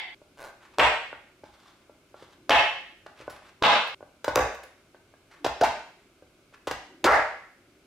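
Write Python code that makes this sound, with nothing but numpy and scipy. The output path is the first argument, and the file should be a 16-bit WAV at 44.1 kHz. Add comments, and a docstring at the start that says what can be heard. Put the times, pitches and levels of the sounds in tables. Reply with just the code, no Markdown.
"""A chef's knife snaps through a chocolate bar six times on a wooden board, close under a stereo microphone
in a live kitchen. Each cut is a brittle crack, the blade knocking on the board and the freed piece
slapping down; between cuts the blade is set down, creaks and rubs. A quiet hush lies behind it all.
A fast limiter flattens the loud blows, so the room swells up behind them."""
import sys
import numpy as np
from scipy import signal
from scipy.fft import rfft, irfft, next_fast_len
from scipy.io import wavfile
from scipy.ndimage import uniform_filter1d, minimum_filter1d

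SR = 44100
rng = np.random.default_rng(int(sys.argv[2]) if len(sys.argv) > 2 else 0)


def unload_wav(signal):
    """Save mono or channel-first audio to the path in sys.argv[1] as 16-bit WAV at rate SR, clipped to [-1, 1]."""
    wavfile.write(
        sys.argv[1],
        SR,
        np.round(np.clip(np.atleast_2d(signal).T, -1, 1) * 32767).astype(np.int16),
    )


N = 346626
LEAD = int(.4 * SR)   # samples before time zero, so the room can already be ringing
SPAN = N + LEAD
BLOW_T = np.arange(SR // 3) / SR   # time axis of one blow [s]

# The bar snaps, jolting the board, and the blade drops onto the wood: (time [s], crack level [dB],
# crack length [s], brightness [Hz], jolt level [dB], drop time [s], landing level [dB])
SNAPS = [(0.7847, 7, 0.0023, 6140, -13, 0.006, 3.5), (2.4949, 3, .0048, 6080, -13.5, .0086, 2),
         (3.624, 13.5, 0.0044, 4410, -9, 0.0078, -3), (4.244, -17, 0.0057, 8660, -27, 0.036, -4),
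         (4.3578, 2, 0.0014, 10100, -11, 0.00312, 5), (5.445, -13, .011, 5830, -12, 0.018, -6),
         (5.611, -16.5, 0.0072, 7040, -12, 0.00221, -7.5), (5.635, -11.5, .015, 7000, -13, .005, -12.5),
         (6.671, -19.5, 0.014, 7170, -14.5, .0405, -13), (7.0419, -8, 0.0239, 7480, -3.5, .0265, 1)]


def cracks(grain_db=6.0, level_db=-5.5, crunch_db=-19, crunch_s=.0097, crunch_hz=7000):
    """A fracture runs through the bar as a burst of micro-cracks; chips and crumbs are small ones."""
    # Crumbs chip off the cut edge: (time [s], relative level [dB], length [s], brightness [Hz])
    chips = [(1.44, -36, 0.0032, 5000), (3.064, -31, 0.0057, 5000), (3.298, -34.5, 0.014, 12000),
             (3.875, -36, .011, 11500), (4.354, -25, 0.045, 11000), (4.547, -35.5, 0.0091, 12000),
             (4.635, -34.5, 0.0069, 11900), (4.952, -45.5, .003, 3006), (6.711, -17.5, 0.0037, 7260)]
    bursts = list(chips)
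    for s, db, length, bright_hz, _, drop_s, _ in SNAPS:
        bursts.append((s, db, length, bright_hz))
        bursts.append((s + drop_s, crunch_db, crunch_s, crunch_hz))   # the landing blade crushes crumbs
    out = np.zeros(SPAN)
    for s, db, length, bright_hz in bursts:
        add(out, s, from_db(db + level_db) * cut(crumble(length, grain_db), bright_hz))
    # Colour of breaking chocolate: (frequency [Hz], gain [dB])
    crack_colour = [(100, -15), (400, 5), (1000, 5), (2200, -4), (4300, -5.5), (7000, -9.5), (9000, -15),
                    (16000, -6)]
    return cut(coloured(out, crack_colour), 170, "high")


def board(contact_hz, ring, low_hz):
    """One blow on the board; a soft contact reaches only its low modes. `ring` scales their decay times."""
    # Modes of the cutting board: (frequency [Hz], level [dB], base t60 [s])
    board_modes = [(62.3, -27.5, 0.29), (78, -44.5, 0.52), (135, -40.5, .06), (332, -29.5, 0.21),
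                   (438, -4.5, 0.013), (565.6, -1.5, 0.026), (623.3, -9.5, 0.036), (780, -6.5, 0.03),
                   (880, -6, 0.014), (1100, -6.5, 0.031), (957, -14.5, .03), (1464, -5.5, 0.08),
                   (1567, -15.5, 0.082), (2080, -2.5, 0.012), (2600, -13, .012), (4300, -18, .008)]
    modes = struck(board_modes, ring, spread_db=.5, detune=.048)
    blow = cut(cut(modes, contact_hz), low_hz, "high")
    # little radiates between the worktop's thump and the board's own modes
    blow = blow - resonance(blow, hz=165, width_hz=190)
    return blow * np.sqrt(.0003 * SR / np.sum(blow ** 2))   # same energy for every blow


def knocks(landing_hz=800, landing_ring=.7, bounce_above_db=-.5, bounce_s=.0175, bounce_loss_db=4):
    """The board rings briefly under light taps, the jolt of each snap, the blade landing and bouncing."""
    # Blade and loose pieces tap the board: (time [s], level [dB], contact hardness [Hz])
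    taps = [(0.2164, -34.5, 350), (1.129, -22, 1740), (1.436, -28.5, 433), (1.896, -33.5, 500),
            (2.143, -30, 920), (2.224, -30.5, 375), (3.063, -30.5, 1110), (3.203, -31, 292),
            (3.219, -33, 272), (3.279, -17.5, 746), (4.007, -31.5, 697), (4.027, -27, 634),
            (4.946, -36.5, 1130), (5.139, -39, 1300), (6.223, -34, 425), (6.526, -44.5, 780),
            (7.194, -9, 1600)]
    blows = [(s, db, hz, (520 / hz) ** .6) for s, db, hz in taps]   # harder taps die sooner
    for s, _, crack_s, _, jolt_db, drop_s, landing_db in SNAPS:
        jolt_hz = 900 * (.0039 / crack_s) ** .33   # slower cracks push more softly
        blows.append((s + .28 * crack_s, jolt_db, jolt_hz, 1))   # the board gives partway into the crack
        contacts = 3 if landing_db > bounce_above_db else 1   # a hard landing bounces twice
        for k in range(contacts):
            contact_db = landing_db - k * bounce_loss_db
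            blows.append((s + drop_s + k * bounce_s, contact_db, landing_hz, landing_ring))
    out = np.zeros(SPAN)
    for s, db, contact_hz, ring in blows:
        add(out, s, from_db(db) * board(contact_hz, ring, low_hz=50))
    return out


def slaps(grain_db=5.5, level_db=-4.0, wood_db=5.0, grit_db=-20.5):
    """A freed piece chatters on the wood with a broad pitch of its own, shedding a little bright grit."""
    # Pieces slap down: (time [s], relative level [dB], rattle length [s], pitch [Hz])
    pieces = [(-.27, 16.5, 0.0083, 2300), (0.795, 6.5, 0.013, 2010), (2.506, 5.5, 0.03, 2130),
              (3.634, 4.5, 0.026, 2530), (4.366, -11.5, 0.021, 1450), (5.641, -15, .014, 1790),
              (7.069, -0.5, 0.068, 1300)]
    out = np.zeros(SPAN)
    for s, db, length, pitch_hz in pieces:
        chatter = crumble(length, grain_db)
        piece = resonance(chatter, pitch_hz, width_hz=2400)
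        wood = from_db(wood_db) * resonance(chatter, hz=720, width_hz=450)
        clack = cut(piece + wood, 1.48 * pitch_hz, order=5)
        grit = from_db(grit_db) * resonance(crumble(length, grain_db), hz=4600, width_hz=1500)
        add(out, s, from_db(db + level_db) * cut(clack + grit, 400, "high"))
    return out


def judders(wobble=.143, wobble_hz=220, rough_db=1.5, overtone_db=-18.0):
    """Stick and slip of the wedged blade lock into a brief, unsteady squawk."""
    # Squawks: (centre time [s], level [dB], half-width [s], start pitch [Hz], end pitch [Hz])
    squawks = [(5.636, -9.5, .014, 480, 1000), (7.059, -18, 0.013, 300, 374),
               (7.086, -10, 0.021, 1400, 1199)]
    out = np.zeros(SPAN)
    for s, db, half_s, start_hz, end_hz in squawks:
        shape = swell(half_s)
        noises = rng.standard_normal((2, len(BLOW_T)))
        stray, grip = (rms_one(cut(white, wobble_hz))[-len(shape):] for white in noises)
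        pitch_hz = np.linspace(start_hz, end_hz, len(shape)) * (1 + wobble * stray)
        phase = 2 * np.pi * np.cumsum(pitch_hz) / SR
        tone = np.sin(phase) + from_db(overtone_db) * np.sin(2 * phase)
        add(out, s - 2 * half_s, from_db(db + rough_db * grip) * shape * tone)
    return out


def creak(start_s=.366, length_s=.14, level_db=-29.5, ends_db=-14, slips_per_s=140, drag_db=-11.5):
    """The blade sticks and slips as it first bites; each slip jolts the board and drags a little grit."""
    out = np.zeros(SPAN)
    times = np.cumsum(from_db(1.64 * rng.standard_normal(size=30))) / slips_per_s   # uneven gaps
    for t in times[times < length_s]:
        drag = cut(crumble(.004, grain_db=3.0), 3000, order=1)
        slip = board(contact_hz=1500, ring=.7, low_hz=280) + from_db(drag_db) * drag
        arch_db = ends_db * (2 * t / length_s - 1) ** 2   # the force rises and falls once
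        add(out, start_s + t, from_db(level_db + arch_db) * slip)
    return out


def rubs(level_db=-6.0, grain_db=5.5, catch_db=2.5, wood_db=7.5, edge_s=.025, fade_db_per_s=10,
         dip_db=11.5):
    """Friction grains, clumped where the surface catches, sound in the sliding piece and the wood below."""
    # Blade and fingers slide over chocolate and wood in short pushes:
    # (start [s], length [s], relative level [dB], pitch [Hz], push period [s])
    slides = [(0.591, 0.18, -49, 1510, 0.11), (1.432, 0.19, -51.5, 3260, 0.072),
              (1.581, 0.26, -51.5, 3240, 0.19), (2.138, 0.22, -48.5, 3100, 0.15),
              (3.148, 0.37, -44.5, 2050, .13), (5.287, 0.12, -46, 1103, 0.087),
              (6.513, 0.059, -47.5, 1550, 0.082)]
    out = np.zeros(SPAN)
    for s, length, db, pitch_hz, push_s in slides:
        t = np.arange(int(length * SR)) / SR
        edges = np.clip(np.minimum(t, length - t) / edge_s, 0, 1)
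        # the hand loses force as it goes and eases off between pushes
        force_db = -fade_db_per_s * t - dip_db * np.cos(np.pi * t / push_s) ** 2
        white, size, catch = rng.standard_normal((3, SR))
        clumps_db = catch_db * rms_one(cut(catch, 50))
        grains = (white * from_db(grain_db * size + clumps_db))[:len(t)]
        piece = resonance(grains, pitch_hz, width_hz=1200)
        wood = from_db(wood_db) * resonance(grains, hz=1100, width_hz=700)
        scrape = rms_one(cut(piece + wood, 6500, order=1))
        add(out, s, from_db(db + level_db + force_db) * edges * scrape)
    return out


def tings():
    """The steel rings faintly on its high modes as it comes free."""
    # Modes of the blade: (frequency [Hz], level [dB], base t60 [s])
    blade_modes = [(4320, -2, 0.11), (6960, -7, 0.12), (10300, -1, 0.22), (11200, -4, .25),
                   (12640, -11.5, .2)]
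    # The blade comes free: (time [s], level [dB])
    releases = [(0.408, -65), (3.303, -58), (3.878, -64), (4.632, -62)]
    out = np.zeros(SPAN)
    for s, db in releases:
        add(out, s, from_db(db) * struck(blade_modes, ring=.93, spread_db=2.5, detune=.003))
    return out


def groans(low_hz=295, high_hz=375, width_hz=35):
    """Shifting weight stirs two low resonances of the worktop."""
    # Weight goes onto the knife: (centre time [s], level [dB], half-width [s])
    presses = [(2.451, -55.5, 0.076), (5.425, -52, .018), (6.95, -55.5, 0.074)]
    out = np.zeros(SPAN)
    for s, db, half_s in presses:
        shape = swell(half_s)
        push = cut(rng.standard_normal(len(shape)), 700)
        worktop = resonance(push, low_hz, width_hz) - .49 * resonance(push, high_hz, width_hz)
        add(out, s - 2 * half_s, from_db(db) * shape * rms_one(worktop))
    return out


def kitchen(x, gap_s=.0056, build_s=.0014):
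    """Reflections reach the microphone after a gap and die at each octave's own rate; objects ring along."""
    # Colour of the reflections: (frequency [Hz], gain [dB])
    room_colour = [(50, 5), (180, -1.5), (330, -11.5), (550, -5.5), (850, 0.5), (1200, -2), (2200, 0.5),
                   (3500, -3), (7000, -5.5), (15000, -4.5)]
    # Decay of the room: (frequency [Hz], t60 [s])
    room_t60 = [(60, 0.31), (250, 0.33), (600, 0.56), (1100, 0.41), (2200, 0.64), (4500, 0.58),
                (8000, 0.55), (15000, 0.18)]
    # Things in the kitchen that ring with every blow: (frequency [Hz], level [dB], t60 [s])
    objects = [(886, -63, 0.27), (1490, -62, 0.47), (2052, -61.5, 0.59)]
    # The reverberation tail breaks off abruptly at these times: (time [s])
    stops = [.147, 3.947]
    t, hz = np.arange(SR) / SR, np.fft.rfftfreq(SR, 1 / SR)
    spectrum = rfft(coloured(stereo_noise(SR), room_colour))
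    tail = sum(from_db(db) * dying(t, t60) * np.sin(2 * np.pi * (ring_hz * t + rng.random()))
               for ring_hz, db, t60 in objects)
    octaves_hz = np.geomspace(60, 15360, 9)
    for centre, share in zip(octaves_hz, np.eye(len(octaves_hz))):
        t60 = at_hz(room_t60, centre)
        band = irfft(spectrum * at_hz(np.c_[octaves_hz, share], hz), SR)
        unit_energy = np.sqrt(2 * np.log(1000) / (t60 * SR))
        tail = tail + band * dying(t, t60) * unit_energy
    tail = tail * np.clip((t - gap_s) / build_s, 0, 1)
    stretches = np.split(x, [int(s * SR) + LEAD for s in stops])
    return np.hstack([signal.fftconvolve(part[None], tail, axes=1)[:, :len(part)] for part in stretches])


def hush(level_db=-61.5):
    """Room tone: a faint, steady noise, strongest in the lows."""
    # Colour of the room tone: (frequency [Hz], gain [dB])
    hush_colour = [(15, -45.5), (25, -4), (92, 1), (200, -1), (394, 4.5), (451, -6), (591, -2),
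                   (887, -12.5), (1520, -6.5), (1890, -19.5), (2110, -7.5), (3340, -13.5), (10400, -22),
                   (14400, -28), (16000, -38.5)]
    return from_db(level_db) * rms_one(coloured(stereo_noise(N), hush_colour))


def stereo_noise(size):
    """White noise in two channels, alike in the bass and apart in the treble."""
    # Likeness of left and right at the microphone: (frequency [Hz], correlation [0-1])
    likeness = [(60, .998), (290, 0.95), (640, 0.89), (1400, 0.63), (3000, 0.2), (7000, .1), (15000, .1)]
    mid, side = rfft(rng.standard_normal((2, size)))
    alike = at_hz(likeness, np.fft.rfftfreq(size, 1 / SR))
    return irfft(np.sqrt((1 + alike) / 2) * mid + np.sqrt((1 - alike) / 2) * side * [[1], [-1]], size)


def off_centre(x, left_lag_s=.000013):
    """Direct sound reaches the left side of the microphone a moment later."""
    size = next_fast_len(SPAN, True)
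    delay = np.exp(-2j * np.pi * np.fft.rfftfreq(size, 1 / SR) * left_lag_s)
    return np.array([irfft(rfft(x, size) * delay, size)[:SPAN], x])


def struck(modes, ring, spread_db, detune, contact_s=.00012):
    """Modes build up during the contact; every blow lands elsewhere, weighing and detuning them anew."""
    hz, db, t60 = np.transpose(modes)[:, :, None]
    weight, shift = rng.standard_normal((2,) + db.shape)
    gain, hz = from_db(db + spread_db * weight), hz * (1 + detune * shift)
    partials = gain * dying(BLOW_T, t60 * ring) * np.cos(2 * np.pi * hz * BLOW_T)
    return partials.sum(axis=0) * (1 - np.exp(-BLOW_T / contact_s))


def crumble(length, grain_db):
    """A burst of tiny uneven contacts that fades after `length` seconds; rms about 1 while it lasts."""
    white, size = rng.standard_normal((2, len(BLOW_T)))
    grains = white * from_db(grain_db * size) * np.exp(-np.minimum(BLOW_T / length, 10) ** 2)
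    return grains * np.sqrt(length * SR / np.sum(grains ** 2))


def swell(half_s):
    """A smooth rise and fall, four half-widths long."""
    return np.exp(-np.linspace(-2, 2, int(4 * half_s * SR)) ** 2)


def dying(t, t60):
    """A fall of 60 dB in t60 seconds."""
    return np.exp(-np.log(1000) * t / t60)


def from_db(db):
    """Decibels to gain."""
    return 10 ** (np.asarray(db) / 20)


def rms_one(x):
    """Scale to rms 1."""
    return x / np.sqrt(np.mean(x ** 2) + 1e-20)


def at_hz(points, hz):
    """Read a table on a log-frequency axis."""
    f, value = np.transpose(points)
    return np.interp(np.log(hz + 1), np.log(f), value)


def coloured(x, colour):
    """Filter by a table of (frequency [Hz], gain [dB])."""
    hz = np.fft.rfftfreq(x.shape[-1], 1 / SR)
    return irfft(rfft(x) * from_db(at_hz(colour, hz)), x.shape[-1])


def cut(x, hz, kind="low", order=2):
    """Butterworth low- or high-pass."""
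    return signal.sosfilt(signal.butter(order, hz, kind, fs=SR, output="sos"), x + 1e-18)


def resonance(x, hz, width_hz):
    """One resonance with gain 1 on top."""
    r = np.exp(-np.pi * width_hz / SR)
    feedback = [1, -2 * r * np.cos(2 * np.pi * hz / SR), r * r]
    return signal.lfilter(np.array([1, 0, -1]) * (1 - r * r) / 2, feedback, x + 1e-18)


def add(track, s, sound):
    """Mix a sound into a track from time s on."""
    i = max(int(s * SR) + LEAD, 0)
    track[i:i + len(sound)] += sound[:len(track) - i]


def scene(knock_room_db=-1.0, crack_room_db=3.0, slap_room_db=.5, judder_room_db=-8.5, lean_db=.16):
    """The board lies right under the microphone; the room answers a little more from the right."""
    wood, snap, piece = knocks(), cracks(), slaps()
    handling = rubs() + creak() + tings()
    squawk = judders()
    into_room = (from_db(knock_room_db) * wood + from_db(crack_room_db) * snap
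                 + from_db(slap_room_db) * piece + from_db(judder_room_db) * squawk + handling)
    room = kitchen(into_room) * from_db([[-lean_db], [lean_db]])
    direct = off_centre(wood + snap + piece + handling + squawk + groans())
    return (direct + room)[:, LEAD:] + hush()


def record(dry, ceiling_db=-11.5, release_db_per_s=600, stopband_hz=16900):
    """A look-ahead limiter follows the louder channel's crests and lets go quickly; then the top is cut."""
    power = uniform_filter1d(np.max(dry ** 2, axis=0), size=14)
    over_db = np.maximum(10 * np.log10(np.abs(power) + 1e-18) - ceiling_db, 0)
    fall_db = release_db_per_s * np.arange(N) / SR
    held_db = np.maximum.accumulate(over_db + fall_db) - fall_db
    gain_db = uniform_filter1d(minimum_filter1d(-held_db, size=45), size=45)   # ducks 1 ms ahead
    top_cut = signal.cheby2(14, 70, stopband_hz, fs=SR, output="sos")
    return signal.sosfilt(top_cut, dry * from_db(gain_db))


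dry = scene()
out = record(dry)
unload_wav(out)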